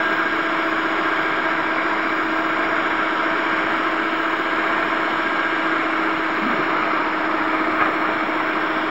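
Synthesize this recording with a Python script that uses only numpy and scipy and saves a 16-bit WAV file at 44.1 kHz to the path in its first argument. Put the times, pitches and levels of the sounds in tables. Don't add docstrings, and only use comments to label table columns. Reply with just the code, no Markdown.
import sys
import numpy as np
from scipy import signal
from scipy.fft import rfft, irfft, next_fast_len
from scipy.io import wavfile
from scipy.ndimage import uniform_filter1d, map_coordinates

SR = 44100
rng = np.random.default_rng(int(sys.argv[2]) if len(sys.argv) > 2 else 0)


def natural_amplitude(level_db):
    exponent = np.asarray(level_db, float) / 20
    return 10 ** exponent


def unload_audio(sound):
    columns = np.transpose(np.atleast_2d(sound))
    steps = np.round(np.clip(columns, -1, 1) * 32767)
    wavfile.write(sys.argv[1], SR, steps.astype(np.int16))


N = 392490
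T_S = np.arange(N) / SR
GEAR_RATIO = 21.49
MAINS_PULL_HZ = 100.2

# (time [s], share of the colour change)
AWAY = [(0, -0.26), (5.8, -0.15), (6.7, 0.8), (8.9, 0.74)]


def unit(x):
    return x / np.sqrt(np.mean(x ** 2) + 1e-20)


def curves(rows):
    s, *cols = np.transpose(rows)
    return [np.interp(T_S, s, c) for c in cols]


def wobble(rate_hz):
    steps = np.arange(0, N + 64, 64)
    knots = rng.standard_normal(int(N * rate_hz / SR) + 4)
    return np.interp(np.arange(N), steps, map_coordinates(knots, [steps * rate_hz / SR]))


def filtered(x, response):
    m = next_fast_len(N + 8192)
    return irfft(rfft(x, m) * response(np.fft.rfftfreq(m, 1 / SR)), m)[..., :N]


def rush(spectrum, patchy_db, wide_bins, slow_frames, modes=()):
    z = signal.stft(rng.standard_normal(N), nperseg=512)[2]
    field = uniform_filter1d(rng.standard_normal(z.shape), int(wide_bins), 0)
    field = uniform_filter1d(field, int(slow_frames), 1)
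    noise = signal.istft(z * natural_amplitude(patchy_db * unit(field)), nperseg=512)[1][:N]
    f, level_db = np.transpose(spectrum)

    def response(hz):
        bumps_db = sum(db / (1 + (2 * (hz - c) / w) ** 2) for c, w, db in modes)
        return natural_amplitude(np.interp(np.log(hz + 1), np.log(f + 1), level_db, -120, -120) + bumps_db)

    return unit(filtered(noise, response))


def lines(orders, levels_db, shaft, unsteady_db):
    mains = MAINS_PULL_HZ * T_S
    out = np.zeros(N)
    for (k, h, m), db in zip(orders, levels_db):
        lag = (h < -1 or m < 0) / 4
        turns = (k + h / GEAR_RATIO) * shaft + m * mains - lag
        out += natural_amplitude(db + unsteady_db * wobble(3.04)) * np.cos(2 * np.pi * turns)
    return np.sqrt(2) * out


def unbalance(shaft):
    orders = [(1, h, 0) for h in range(-4, 6)] + [(1, 0, 1), (1, 0, -1)]
    levels_db = [-26, -15, -13.5, -21, 0, -11.5, -13, -19, -19, -21, -17, -24]
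    bowl_turn_s, first_press_s = 1.747, 0.58
    press = 2 * np.pi * (T_S - first_press_s) / bowl_turn_s
    shake_db = -30.5 + 0.5 * np.cos(2 * press) + 0.85 * np.cos(press)
    return natural_amplitude(shake_db) * lines(orders, levels_db, shaft, 0.5)


def gear_whine(shaft, faster_hz):
    orders = [(5, 0, 0), (5, -1, 0), (5, 1, 0), (5, 0, -1)]
    levels_db = [0, -8, -10.5, -6.5]
    settle_s, settle_db, db_per_hz, shaded_db = 0.39, 5, 0.18, 3.5
    whine_db = -34 + settle_db * np.exp(-T_S / settle_s) + db_per_hz * faster_hz
    whine_db = whine_db - shaded_db * curves(AWAY)[0]
    return natural_amplitude(whine_db) * lines(orders, levels_db, shaft, 1.9)


def hum(shaft):
    orders = [(0, 2, 0), (0, 3, 0), (0, 5, 0), (0, 0, 1), (0, 0, 4), (2, 0, 0), (2, 1, 0), (2, -1, 0),
              (2, -3, 0), (2, 3, 0), (3, 0, 0), (3, 0, -1), (4, -1, 0), (4, 0, 0)]
    levels_db = [-70.5, -64.5, -70.5, -63, -54.5, -46, -41, -46, -53, -52, -38, -52.5, -46, -40.5]
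    upper = [(k, 0, 0) for k in (6, 7, 8, 9, 10, 12, 15, 21, 22, 23, 24)]
    upper_db = [-49, -55.5, -60.5, -50, -55.5, -71, -59.5, -72.5, -75, -82, -78]
    ripple = [(3, 0, 1), (4, 0, -1), (6, 0, 1), (8, 0, -1)]
    ripple_db = [-44, -45, -50, -57]
    return lines(orders + upper + ripple, levels_db + upper_db + ripple_db, shaft, 2)


def teeth(shaft):
    orders = [2, 3, 4, 5, 7]
    levels_db = [-43, -42, -38, -42, -46]
    angle = np.arange(257) / 256
    out = np.zeros(N)
    for k, db in zip(orders, levels_db):
        wear = unit(sum(rng.normal() * np.cos(2 * np.pi * (h * angle + rng.random())) for h in range(2, 10)))
        shaking = np.interp(shaft / GEAR_RATIO % 1, angle, wear)
        out += natural_amplitude(db) * shaking * np.sqrt(2) * np.cos(2 * np.pi * k * shaft)
    return out


def housing_noise(hook, pull):
    # (frequency [Hz], level [dB per Hz])
    spectrum = [(20, -32), (118, -23.5), (224, -13.5), (260, -13.5), (330, -8), (445, -15.5), (646, -13.5),
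                (817, -12.5), (1060, -7), (1650, -8.5), (1900, -15), (2400, -15.5), (2650, -28),
                (3000, -58)]
    # (frequency [Hz], width [Hz], level [dB])
    panels = [(315, 52, -4.5), (348, 55, 3), (418, 39, 5.5), (659, 71, 8), (955, 7.9, 0.5), (1064, 26, 2.5),
              (1284, 34, 1.5), (1348, 99, 5), (1837, 91, 3.5), (2205, 260, 6)]
    load_db = 0.44 * wobble(2.5)
    throb_db = 0.48 * np.cos(hook + 2.0) + 0.33 * np.cos(pull)
    return natural_amplitude(-22.5 + load_db + throb_db) * rush(spectrum, 0.93, 3, 7, panels)


def fan_noise(hook, faster_hz):
    # (frequency [Hz], level [dB per Hz])
    spectrum = [(2300, -43.5), (2600, -1), (2820, 1), (3480, -2.5), (4170, -7.5), (4850, -6.5),
                (5050, -14.5), (5500, -10), (5850, -34), (6500, -29), (6750, -16.5), (7150, -21),
                (7300, -28.5), (7800, -25), (8000, -35), (8300, -44)]
    throb_db = 0.45 * np.cos(hook + 2.2) + 0.35 * np.cos(2 * hook)
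    return natural_amplitude(-37.5 + 0.08 * faster_hz + throb_db) * rush(spectrum, 1.2, 5, 150)


def brushes(shaft, faster_hz, pull):
    # (time [s], half-length [s], commutator level [dB], hiss level [dB])
    flares = [(0, .15, 17, 2), (.58, .12, 7, -0.3), (1.178, .1, 11, -1.5), (2.249, .25, 1, 6),
              (3.295, .18, 9, -3), (5.55, .28, 10, -1), (6.5, .1, 12, 2), (6.883, 0.13, 12, -0.5),
              (7.503, 0.28, 12, 0.5), (7.946, .25, 18, 4.5), (8.7, .3, 10, 2.5)]
    # (frequency [Hz], level [dB per Hz])
    low_spectrum = [(9000, -57.5), (9650, -25), (10400, -25.5), (11000, -19.5), (11200, -22.5),
                    (11500, -17.5), (11850, -23.5), (12000, -14), (12400, -27.5), (13200, -25.5),
                    (13800, -13), (13950, -20), (14250, 0.5), (14600, -17)]
    # (frequency [Hz], level [dB per Hz])
    high_spectrum = [(14400, -41.5), (14650, -17.5), (14870, -10), (15050, -13.5), (15300, -5), (15500, -1),
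                     (15720, 2.5), (15800, -45)]
    bars = [(36, 0, 0), (34, 0, 0), (29, 0, 0)]
    bars_db, hiss_db = np.zeros(N), np.zeros(N)
    for s, half_s, bar_db, spark_db in flares:
        swell = np.exp(-((T_S - s) / half_s) ** 2)
        bars_db += bar_db * swell
        hiss_db += spark_db * swell
    ticks = natural_amplitude(-89.5 + bars_db) * lines(bars, [-1, -15, -18], shaft, 2.5)
    sparks = natural_amplitude(0.7 * np.cos(pull) + 1.2 * wobble(30))
    low = natural_amplitude(-70.5 + 0.6 * faster_hz) * rush(low_spectrum, 2, 2, 100)
    high = natural_amplitude(-69 + hiss_db) * rush(high_spectrum, 2.2, 4.3, 100)
    return ticks + sparks * (low + high)


def mixer():
    # (time [s], shaft speed [Hz])
    motor = [(0, 323.4), (.3, 324.3), (.75, 324.5), (1.1, 322.7), (1.5, 321.6), (1.9, 321.9), (2.25, 320.8),
             (2.65, 321.3), (3.3, 319.9), (4.4, 324.4), (4.65, 323.5), (5.7, 322.9), (6.35, 320.6),
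             (6.9, 316.0), (7.75, 316.7), (8.9, 316.0)]
    shaft_hz, = curves(motor)
    faster_hz = shaft_hz - 320
    shaft = np.cumsum(shaft_hz * (1 + 0.0004 * wobble(14))) / SR
    hook = 2 * np.pi * shaft / GEAR_RATIO
    pull = 2 * np.pi * MAINS_PULL_HZ * T_S
    tones = unbalance(shaft) + gear_whine(shaft, faster_hz) + hum(shaft) + teeth(shaft)
    noise = housing_noise(hook, pull) + fan_noise(hook, faster_hz)
    return tones + noise + brushes(shaft, faster_hz, pull)


def batter():
    # (time [s], peak level [dB], start frequency [Hz], rise [share], t60 [s])
    glugs = [
        (6.415, -19.5, 196.5, 0.31, 0.2),
        (6.455, -4.5, 253, 0.047, 0.058),
        (6.495, -16.5, 235, 0.04, 0.13),
        (6.535, -26, 190, .05, 0.14),
        (6.58, -25.5, 143.5, .1, 0.14),
    ]
    out, t = np.zeros(N), np.arange(SR // 4) / SR
    for s, db, hz, rise, t60_s in glugs:
        turns = np.cumsum(hz * (1 + rise * np.minimum(t / 0.073, 1))) / SR
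        envelope = natural_amplitude(db - 60 * t / t60_s) * (1 - np.exp(-t / 0.02))
        out[round(s * SR):][:len(t)] += envelope * 2 * np.sin(2 * np.pi * turns)
    return out


def bowl():
    # (time [s], peak level [dB], length [s])
    scrapes = [
        (7.79, -17, .056),
        (7.85, -19.5, .035),
        (6.49, -25, .05),
    ]
    # (frequency [Hz], width [Hz], level [dB])
    modes = [(110, 120, -19), (750, 200, -4), (1120, 200, 0), (1275, 70, 4), (1612, 60, 3), (2100, 400, -9),
             (3600, 1500, -17)]

    def ring(f):
        return sum((-1) ** k * natural_amplitude(db) * 1j * f * w / (c * c - f * f + 1j * f * w)
                   for k, (c, w, db) in enumerate(modes))

    stroke = np.zeros(N)
    for s, db, length_s in scrapes:
        stroke += natural_amplitude(db) * np.sin(np.pi * np.clip((T_S - s) / length_s, 0, 1) ** 0.83)
    rub = unit(filtered(rng.standard_normal(N), ring))
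    return filtered(stroke * rub, lambda hz: 1 / (1 + (hz / 3000) ** 6) + 0.012)


def scene():
    return (mixer() + batter() + bowl())[None]


def roll_off(x):
    return signal.sosfilt(signal.butter(12, 16620, fs=SR, output="sos"), x)


def record(dry):
    # (time [s], first null [Hz], second null [Hz])
    port = [(0, 4560, 6140), (2.2, 4500, 6250), (4.5, 4610, 6100), (6.7, 4580, 6480), (8.9, 4630, 6600)]
    # (frequency [Hz], level [dB])
    tilt = [(800, 1), (950, 0.5), (1050, 0), (1265, 2), (1340, -2), (1420, -1), (1600, -0.5), (2200, 0.5),
            (3200, -0.5), (4500, -1), (6300, -0.5), (7500, -3), (9200, 11), (10500, 0.5)]
    # (frequency [Hz], level [dB])
    gate = [(3000, -130), (4500, -87), (5200, -110), (6200, -92), (7300, -92), (8200, -95), (9200, -99),
            (10000, -104), (12000, -101), (13000, -104), (14700, -94), (15500, -100)]
    hz, t, z = signal.stft(dry, SR, nperseg=1024)
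    s, first_hz, second_hz = np.transpose(port)

    def null(centre_hz, width_hz, depth_db):
        off_hz = hz[:, None] - np.interp(t, s, centre_hz)
        return natural_amplitude(-depth_db / (1 + (off_hz / width_hz) ** 2))

    z = z * null(first_hz, 96, 33) * null(second_hz, 90, 14)
    z = z * natural_amplitude(np.outer(np.interp(hz, *np.transpose(tilt)), np.interp(t, *np.transpose(AWAY))))

    power = uniform_filter1d(uniform_filter1d(np.abs(z) ** 2, size=2, axis=2), size=6, axis=1)
    power = power[:, 3::6, ::2].repeat(6, 1).repeat(2, 2)[:, :510, :len(t)]
    vary_db = 4 * unit(uniform_filter1d(rng.standard_normal((85, len(t) // 2 + 1)), 3, 1))
    vary_db = vary_db.repeat(6, 0).repeat(2, 1)[:, :len(t)]
    margin_db = 3
    gate_db = np.interp(hz[:510], *np.transpose(gate))[:, None] + vary_db + margin_db
    z = z[:, :510] * (power > natural_amplitude(gate_db) ** 2)
    z = np.pad(z, ((0, 0), (0, 3), (0, 0)))
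    heard = signal.istft(z, SR, nperseg=1024)[1][:, :N]

    edges = np.minimum(1, np.minimum(np.arange(N), N - np.arange(N)) / 100)
    offset, top_hz = 0.0065, 15740
    return roll_off(filtered((heard + offset) * edges, lambda f: f < top_hz))


dry = scene()
out = record(dry)
unload_audio(out)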